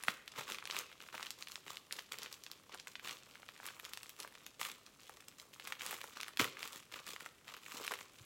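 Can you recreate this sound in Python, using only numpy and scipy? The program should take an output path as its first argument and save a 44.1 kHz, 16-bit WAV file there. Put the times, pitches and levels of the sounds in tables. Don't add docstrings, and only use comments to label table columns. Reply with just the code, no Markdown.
import sys
import numpy as np
from scipy import signal
from scipy.fft import rfft, irfft, next_fast_len
from scipy.io import wavfile
from scipy.ndimage import uniform_filter1d

SR = 44100
rng = np.random.default_rng(int(sys.argv[2]) if len(sys.argv) > 2 else 0)


def wav_out(sig):
    wavfile.write(sys.argv[1], SR, np.round(np.clip(np.atleast_2d(sig).T, -1, 1) * 32767).astype(np.int16))


N = 363825
TIME = np.arange(N) / SR

# t/s, level over 1 ms/dB,
# nominal pitch of the buckling patch f/Hz, treble tick relative to that level/dB
DISTINCT_CREASES = [(0.0368, -36, 1810, -0.5), (0.0831, -18.5, 1705, -19), (0.2783, -38, 2900, -11),
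                    (0.3939, -36.5, 1797, -10), (0.5003, -37, 1990, -5), (0.521, -32.5, 3100, -10.5),
                    (0.5468, -39, 2470, -16), (0.5855, -36.5, 2530, -16), (0.6254, -39.5, 1590, -21),
                    (0.6547, -36, 3500, -10.5), (0.7005, -34.5, 2580, -22), (0.7102, -31, 3970, -25),
                    (0.7464, -39, 2280, -10), (0.7659, -29.5, 2520, -10), (0.7889, -34, 5260, 0.5),
                    (1.0875, -42.5, 1918, -16), (1.1426, -39, 1202, -14), (1.197, -38.5, 1310, -16),
                    (1.2285, -33.5, 2980, -14), (1.2672, -37, 3220, -21), (1.306, -35.5, 3760, -4),
                    (1.4248, -35.5, 3520, -21), (1.4724, -39.5, 2800, -22), (1.485, -43, 3720, -4.5),
                    (1.519, -41, 4000, -5), (1.557, -35, 3300, -19), (1.7704, -35.5, 3130, -13),
                    (1.91, -38.5, 2230, -22), (1.925, -32.5, 4700, -2.5), (1.9883, -36.5, 2100, -14),
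                    (1.9924, -36, 3180, -17), (2.1212, -33.5, 3470, -6), (2.141, -41, 2040, -25),
                    (2.1864, -41, 3350, 0), (2.2322, -38, 4870, -6), (2.2608, -38, 2170, -22),
                    (2.3274, -40.5, 4500, -4), (2.4373, -44, 4650, -3), (2.4646, -40, 3450, -18),
                    (2.5153, -40, 3900, -3), (2.7459, -40.5, 1280, -4.5), (2.7987, -40, 4150, -18),
                    (2.872, -37.5, 2090, -9), (2.9547, -35.5, 2500, -35), (2.996, -41.5, 2108, -15),
                    (3.0748, -36.5, 2960, -15), (3.094, -35.5, 2900, -22), (3.3547, -44.5, 1880, -15),
                    (3.4306, -45, 1705, -21.5), (3.4885, -39, 2730, -17), (3.6007, -42, 1300, -21.5),
                    (3.665, -41, 4150, 3.5), (3.6872, -37.5, 2100, -22), (3.798, -40.5, 2300, -4.5),
                    (3.8512, -38.5, 3530, -7), (3.935, -36, 2930, -5), (3.9739, -38, 2490, -6.5),
                    (4.0319, -43, 3450, -0.5), (4.0942, -45, 3100, 2.5), (4.2021, -40, 4190, 2),
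                    (4.248, -38.5, 1210, -28), (4.276, -45, 2050, -7), (4.353, -44.5, 2200, -15),
                    (4.465, -43.5, 2800, 1), (4.6143, -30, 1827, -7), (4.651, -33, 2820, -7),
                    (4.8642, -46, 4400, -14), (5.095, -42, 1190, -7.5), (5.2838, -47, 3245, 2.5),
                    (5.3988, -43, 3940, -16), (5.598, -40, 2470, -14), (5.6737, -36.5, 2090, -5),
                    (5.723, -29.5, 2050, -15), (5.8093, -34, 2240, -28), (5.864, -37, 2510, 3),
                    (5.91, -36.5, 1834, -0.5), (5.928, -35.5, 1290, -11), (6.0146, -37, 2643, -10),
                    (6.041, -38.5, 1220, -6.5), (6.1701, -39.5, 1420, -27), (6.2035, -36.5, 2700, -15),
                    (6.212, -37, 4300, -10), (6.2318, -33, 2530, -10), (6.2822, -39.5, 1800, -4.5),
                    (6.3727, -32.5, 3080, -7.5), (6.3967, -22, 2230, -20), (6.414, -32.5, 2420, -0.5),
                    (6.444, -28.5, 2230, -7.5), (6.57, -39, 2057, -23), (6.6296, -32.5, 2600, -13),
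                    (6.676, -41.5, 3210, .5), (7.079, -42.5, 3400, -5), (7.1625, -37.5, 1862, -18),
                    (7.2064, -40, 1760, -7), (7.2614, -36.5, 1670, -11), (7.8669, -39.5, 2980, -0.5),
                    (7.8786, -29.5, 2350, -13), (7.9192, -31.5, 1290, -8), (7.938, -33, 2030, -7)]


def crackles(cycles=0.42, sag=0.068, tick_s=0.00062, tick_hz=5200, splinter_db=-14, splinter_s=0.014,
             lag_s=0.000732, follow=0.58, follow_s=0.002035):
    out = np.zeros(N)
    t = np.arange(900) / SR
    for s, db, hz, treble_db in [*DISTINCT_CREASES, *lesser_creases()]:
        tick_noise, fibre_noise, scatter = rng.standard_normal((3, len(t)))
        ring = cycles * np.exp(0.2 * scatter[0])

        pop = np.zeros(len(t))
        add(pop, 0, buckle(hz, ring, sag))
        follow_delay = follow_s * rng.random() + 1 / hz
        follow_hz = hz * np.exp(scatter[2] / 5)
        add(pop, follow_delay, follow * buckle(follow_hz, ring, sag))
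        polarity = np.sign(scatter[1])
        add(out, s - ring / hz / 2, polarity * burst(pop, db))

        tick = cut(tick_noise * np.exp(-t / tick_s), tick_hz, "highpass")
        tick = cut(tick, 12500, "lowpass")
        add(out, s, burst(tick, db + treble_db))

        splutter = fibre_noise * np.exp(scatter - t / splinter_s)
        splutter = cut(cut(splutter, hz / 2, "highpass"), 2 * hz, "lowpass")
        add(out, s, burst(splutter, db + splinter_db))
    return disperse(out, lag_s)


CREASES_PER_S, CREASE_DOUBLING_DB = 8, 18
CREASE_OVER_DB, CREASE_SCATTER_DB, CREASE_LIMIT_DB = 12.5, 1, -43
CREASE_TICK_DB, TICK_SCATTER_DB = -7, 4.5
CREASE_HZ, CREASE_SCATTER_OCTAVES, CREASE_OCTAVES_PER_DB = 3160, 0.48, 0.05


def lesser_creases(count=2000):
    when, chance = rng.random((count, 2)).T
    size, pitch, tick = np.clip(rng.standard_normal((count, 3)).T, -2, 2)
    s = when * N / SR
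    level, bright = (np.interp(s, TIME, curve) for curve in effort())
    rate = CREASES_PER_S * 2 ** ((level - GRIP_DB) / CREASE_DOUBLING_DB)
    db = np.minimum(level + CREASE_OVER_DB, CREASE_LIMIT_DB) + CREASE_SCATTER_DB * size
    hz = CREASE_HZ * 2 ** (CREASE_OCTAVES_PER_DB * bright + CREASE_SCATTER_OCTAVES * pitch)
    tick_db = bright + CREASE_TICK_DB + TICK_SCATTER_DB * tick
    kept = chance < rate * N / SR / count
    return np.column_stack([s, db, hz, tick_db])[kept]


def buckle(hz, cycles, sag):
    turns = np.arange(int(8 * SR / hz)) * hz / SR
    age = turns / cycles
    swell = age ** 2 * np.exp(-2 * age)
    phase = 2 * np.pi * turns * (1 + sag) / (1 + sag * age / 2)
    swing = swell * np.sin(phase)
    return cut(np.pad(swing, (0, len(swing))), hz / 4, "highpass")


# f/Hz, level per Hz/dB
PAPER_COLOUR = [(50, -22.5), (130, -10), (320, -6.5), (500, -2.5), (690, -10), (1170, 4), (1700, -4),
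                (2400, -1), (3500, -2.5), (4700, -8), (7700, -4.5), (8800, -11), (15500, -9.5)]


def rustle(rate=150, spread_db=6.5, rub=0.55, flutter_db=4.5, trim_db=-1, steady_s=0.045,
           softening=0.19, drag=0.5):
    level, bright = effort()
    pitches = np.geomspace(150, 14000, 16)
    spreads_db = spread_db / (1 + softening * np.log(pitches / 2000) ** 2)
    grains = np.zeros(N)
    for hz, db in zip(pitches, spreads_db):
        pitch_rate = rate * np.sqrt(hz / 2000)
        grains += np.sqrt(hz) * crinkles(hz, pitch_rate, db, cycles=0.6, sag=0.25)
    flurry = undb(flutter_db * unit(uniform_filter1d(rng.standard_normal(N), size=200)))

    hiss = rub * undb(drag * (level - level.mean())) * rng.standard_normal(N)
    paper = shape(flurry * (unit(grains) + hiss), PAPER_COLOUR)
    paper = disperse(paper, 0.0015)

    body = steady(cut(paper, 5500, "lowpass", order=5), steady_s)
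    treble = steady(cut(paper, 5500, "highpass", order=5), steady_s)
    return body * undb(level + trim_db) + treble * undb(level + bright + trim_db)


def steady(x, window_s):
    return x / np.sqrt(uniform_filter1d(x ** 2, int(window_s * SR)) + 1e-12)


def crinkles(hz, rate, spread_db, cycles, sag):
    sizes = undb(spread_db * np.minimum(rng.exponential(size=N), 4))
    signed_sizes = sizes * rng.choice([-1, 1], N)
    flips = signed_sizes * (rng.random(N) < rate / SR)
    return unit(signal.oaconvolve(flips, buckle(hz, cycles, sag))[:N])


# start t/s, attack/s, hold/s,
# level before the rustle's trim/dB, treble relative to body/dB
HAND_STROKES = [(0.0, 0.0087, 0.046, -56, -5.5), (0.063, 0.012, 0.029, -48.5, -5),
                (0.288, 0.012, 0.05, -60.5, -8), (0.343, .045, 0.0083, -44.5, -8),
                (0.456, 0.033, 0.035, -47.5, -7), (0.621, 0.14, .035, -46.5, -8),
                (0.88, .03, 0.0054, -59, -17), (0.996, 0.0066, 0.052, -57, -6),
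                (1.123, 0.016, 0.018, -47.5, -9.5), (1.186, 0.027, .05, -52, -7.5),
                (1.378, 0.01, 0.019, -55, -3), (1.48, 0.0093, 0.071, -60, -1),
                (1.645, 0.056, 0.024, -51, -5), (1.908, 0.0088, 0.069, -57, -3.5),
                (2.112, 0.0046, 0.011, -50, -5), (2.173, .045, .03, -52, -9),
                (2.31, 0.0061, 0.016, -57, -1), (2.403, 0.04, 0.13, -65, -8.5),
                (2.668, 0.064, 0.0061, -54, -18), (2.871, 0.0082, 0.0046, -57.5, -2),
                (3.024, 0.02, 0.077, -49, -6), (3.203, 0.03, 0.44, -65, -6),
                (3.601, 0.066, 0.0068, -51, -5.5), (3.72, 0.013, 0.38, -63, -4),
                (3.835, .008, 0.0048, -52, -8), (4.162, 0.043, 0.0095, -53, -5),
                (4.305, 0.022, 0.15, -64.5, -7.5), (4.592, 0.0055, 0.087, -48, -3),
                (4.856, 0.0042, 0.0041, -62.5, -12), (4.99, 0.0071, 0.21, -65, -3.5),
                (5.274, 0.0053, 0.0046, -62.5, -6), (5.379, 0.0094, 0.0088, -60, -1),
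                (5.524, 0.0066, .015, -61, -2.5), (5.585, 0.084, 0.039, -52.5, -5),
                (5.782, 0.035, 0.12, -48.5, -3.5), (5.97, .01, 0.12, -59, -2.5),
                (6.114, 0.034, 0.13, -54.5, -10.5), (6.389, 0.0053, 0.014, -33.5, -8),
                (6.546, 0.069, 0.038, -50.5, -5), (6.686, 0.052, 0.035, -53.5, -2.5),
                (6.914, 0.0066, 0.05, -49, -9.5), (7.036, 0.044, 0.042, -51, -3.5),
                (7.192, 0.0066, 0.049, -57.5, -5.5), (7.442, 0.05, 0.062, -54, -9.5),
                (7.591, 0.14, 0.16, -50.5, -4.5), (7.899, 0.012, .008, -45.5, -12),
                (7.967, 0.018, 0.031, -54.5, -5), (8.116, 0.022, .11, -66, -2.5)]
RELEASE_S = 0.037
GRIP_DB, GRIP_TREBLE_DB = -71.5, -4


def effort():
    body = np.full(N, undb(GRIP_DB) ** 2)
    treble = body * undb(GRIP_TREBLE_DB) ** 2
    for s, attack_s, hold_s, db, treble_db in HAND_STROKES:
        age = TIME[:SR] - attack_s
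        rise = np.clip(1 + age / attack_s, 0, 1)
        release = np.exp(-np.maximum(age - hold_s, 0) / RELEASE_S)
        power = (undb(db) * rise * release) ** 2
        add(body, s, power)
        add(treble, s, power * undb(treble_db) ** 2)
    return 10 * np.log10(body), 10 * np.log10(treble / body)


def disperse(x, lag_s):
    khz = np.fft.rfftfreq(N, 1 / SR) / 1000
    turns = 1000 * lag_s * (2 * np.sqrt(khz) - khz / 2)
    return irfft(rfft(x) * np.exp(-2j * np.pi * turns), N)


# t/s, level over 1 ms/dB, nominal pitch f/Hz
ENVELOPE_FLEXES = [(0.087, -38.5, 207), (0.388, -46, 171), (1.16, -61, 190), (2.738, -49.5, 402),
                   (6.4, -26, 292), (6.412, -28.5, 520), (6.417, -35, 133), (7.744, -44.5, 270),
                   (7.81, -41, 434), (7.926, -39.5, 474), (8.209, -45.5, 107)]


def flexes(cycles=0.78, sag=0.032):
    out = np.zeros(N)
    for s, db, hz in ENVELOPE_FLEXES:
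        add(out, s - cycles / hz / 2, burst(buckle(hz, cycles, sag), db))
    return out


# f/Hz, gain/dB
WALL_COLOUR = [(100, -5.5), (145, 4.5), (200, -10), (280, -0.5), (520, 4), (700, -3.5), (1250, -3),
               (1900, -2.5), (6000, 3)]


def room(x, size=16384):
    fade = signal.windows.hann(size, sym=False)
    padded = np.pad(x, size)
    wet = np.zeros(len(padded))
    for i in range(0, N + size, size // 2):
        moment = padded[i:i + size] * fade
        add(wet, i / SR, signal.fftconvolve(moment, answer()))
    return x + shape(wet[size:size + N], WALL_COLOUR)


def answer(early_db=-12, early_s=0.0083, gap_s=0.005, tail_db=-13, t60=0.61, treble_t60=0.22):
    t = np.arange(SR // 2) / SR
    near, low, high = rng.standard_normal((3, len(t)))
    early = near * np.exp(-t / early_s)
    low_tail = cut(low, 4500, "lowpass") * np.exp(-np.log(1000) * t / t60)
    high_tail = cut(high, 3700, "highpass") * np.exp(-np.log(1000) * t / treble_t60)
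    tail = low_tail + high_tail
    both = undb(early_db) * early / np.linalg.norm(early) + undb(tail_db) * tail / np.linalg.norm(tail)
    return np.pad(both, (int(gap_s * SR), 0))


# f/Hz, level per Hz/dB
AIR_COLOUR = [(25, -9), (50, 2.5), (140, 6.5), (280, 5), (520, 3), (750, -1.5), (1200, -6), (3000, -6.5),
              (7500, -10.5), (9000, -11), (16000, -18.5)]
AIR_DB = -68.5


def air():
    return undb(AIR_DB) * unit(shape(rng.standard_normal(N), AIR_COLOUR))


def undb(db):
    return 10 ** (np.asarray(db) / 20)


def unit(x):
    return x / np.sqrt(np.mean(x ** 2))


def burst(x, db):
    return x * undb(db) * np.sqrt(SR / 1000 / np.sum(x ** 2))


def add(out, s, x):
    i = max(int(s * SR), 0)
    out[i:i + len(x)] += x[:max(len(out) - i, 0)]


def cut(x, hz, kind, order=2):
    return signal.sosfilt(signal.butter(order, min(hz, 0.45 * SR), kind, fs=SR, output="sos"), x)


def shape(x, points):
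    size = next_fast_len(len(x) + 4096, real=True) * 2
    hz, db = np.transpose(points)
    log_hz = np.log(np.fft.rfftfreq(size, 1 / SR) + 1)
    log_gain = np.log(undb(np.interp(log_hz, np.log(hz), db)))
    cepstrum = irfft(log_gain)
    cepstrum[1:size // 2] *= 2
    cepstrum[size // 2 + 1:] = 0
    return irfft(rfft(x, size) * np.exp(rfft(cepstrum)))[:len(x)]


def scene():
    envelope = crackles() + flexes() + rustle()
    return (room(envelope) + air())[None]


def record(dry):
    return signal.sosfilt(signal.ellip(10, 0.2, 70, 16000, fs=SR, output="sos"), dry)


dry = scene()
out = record(dry)
wav_out(out)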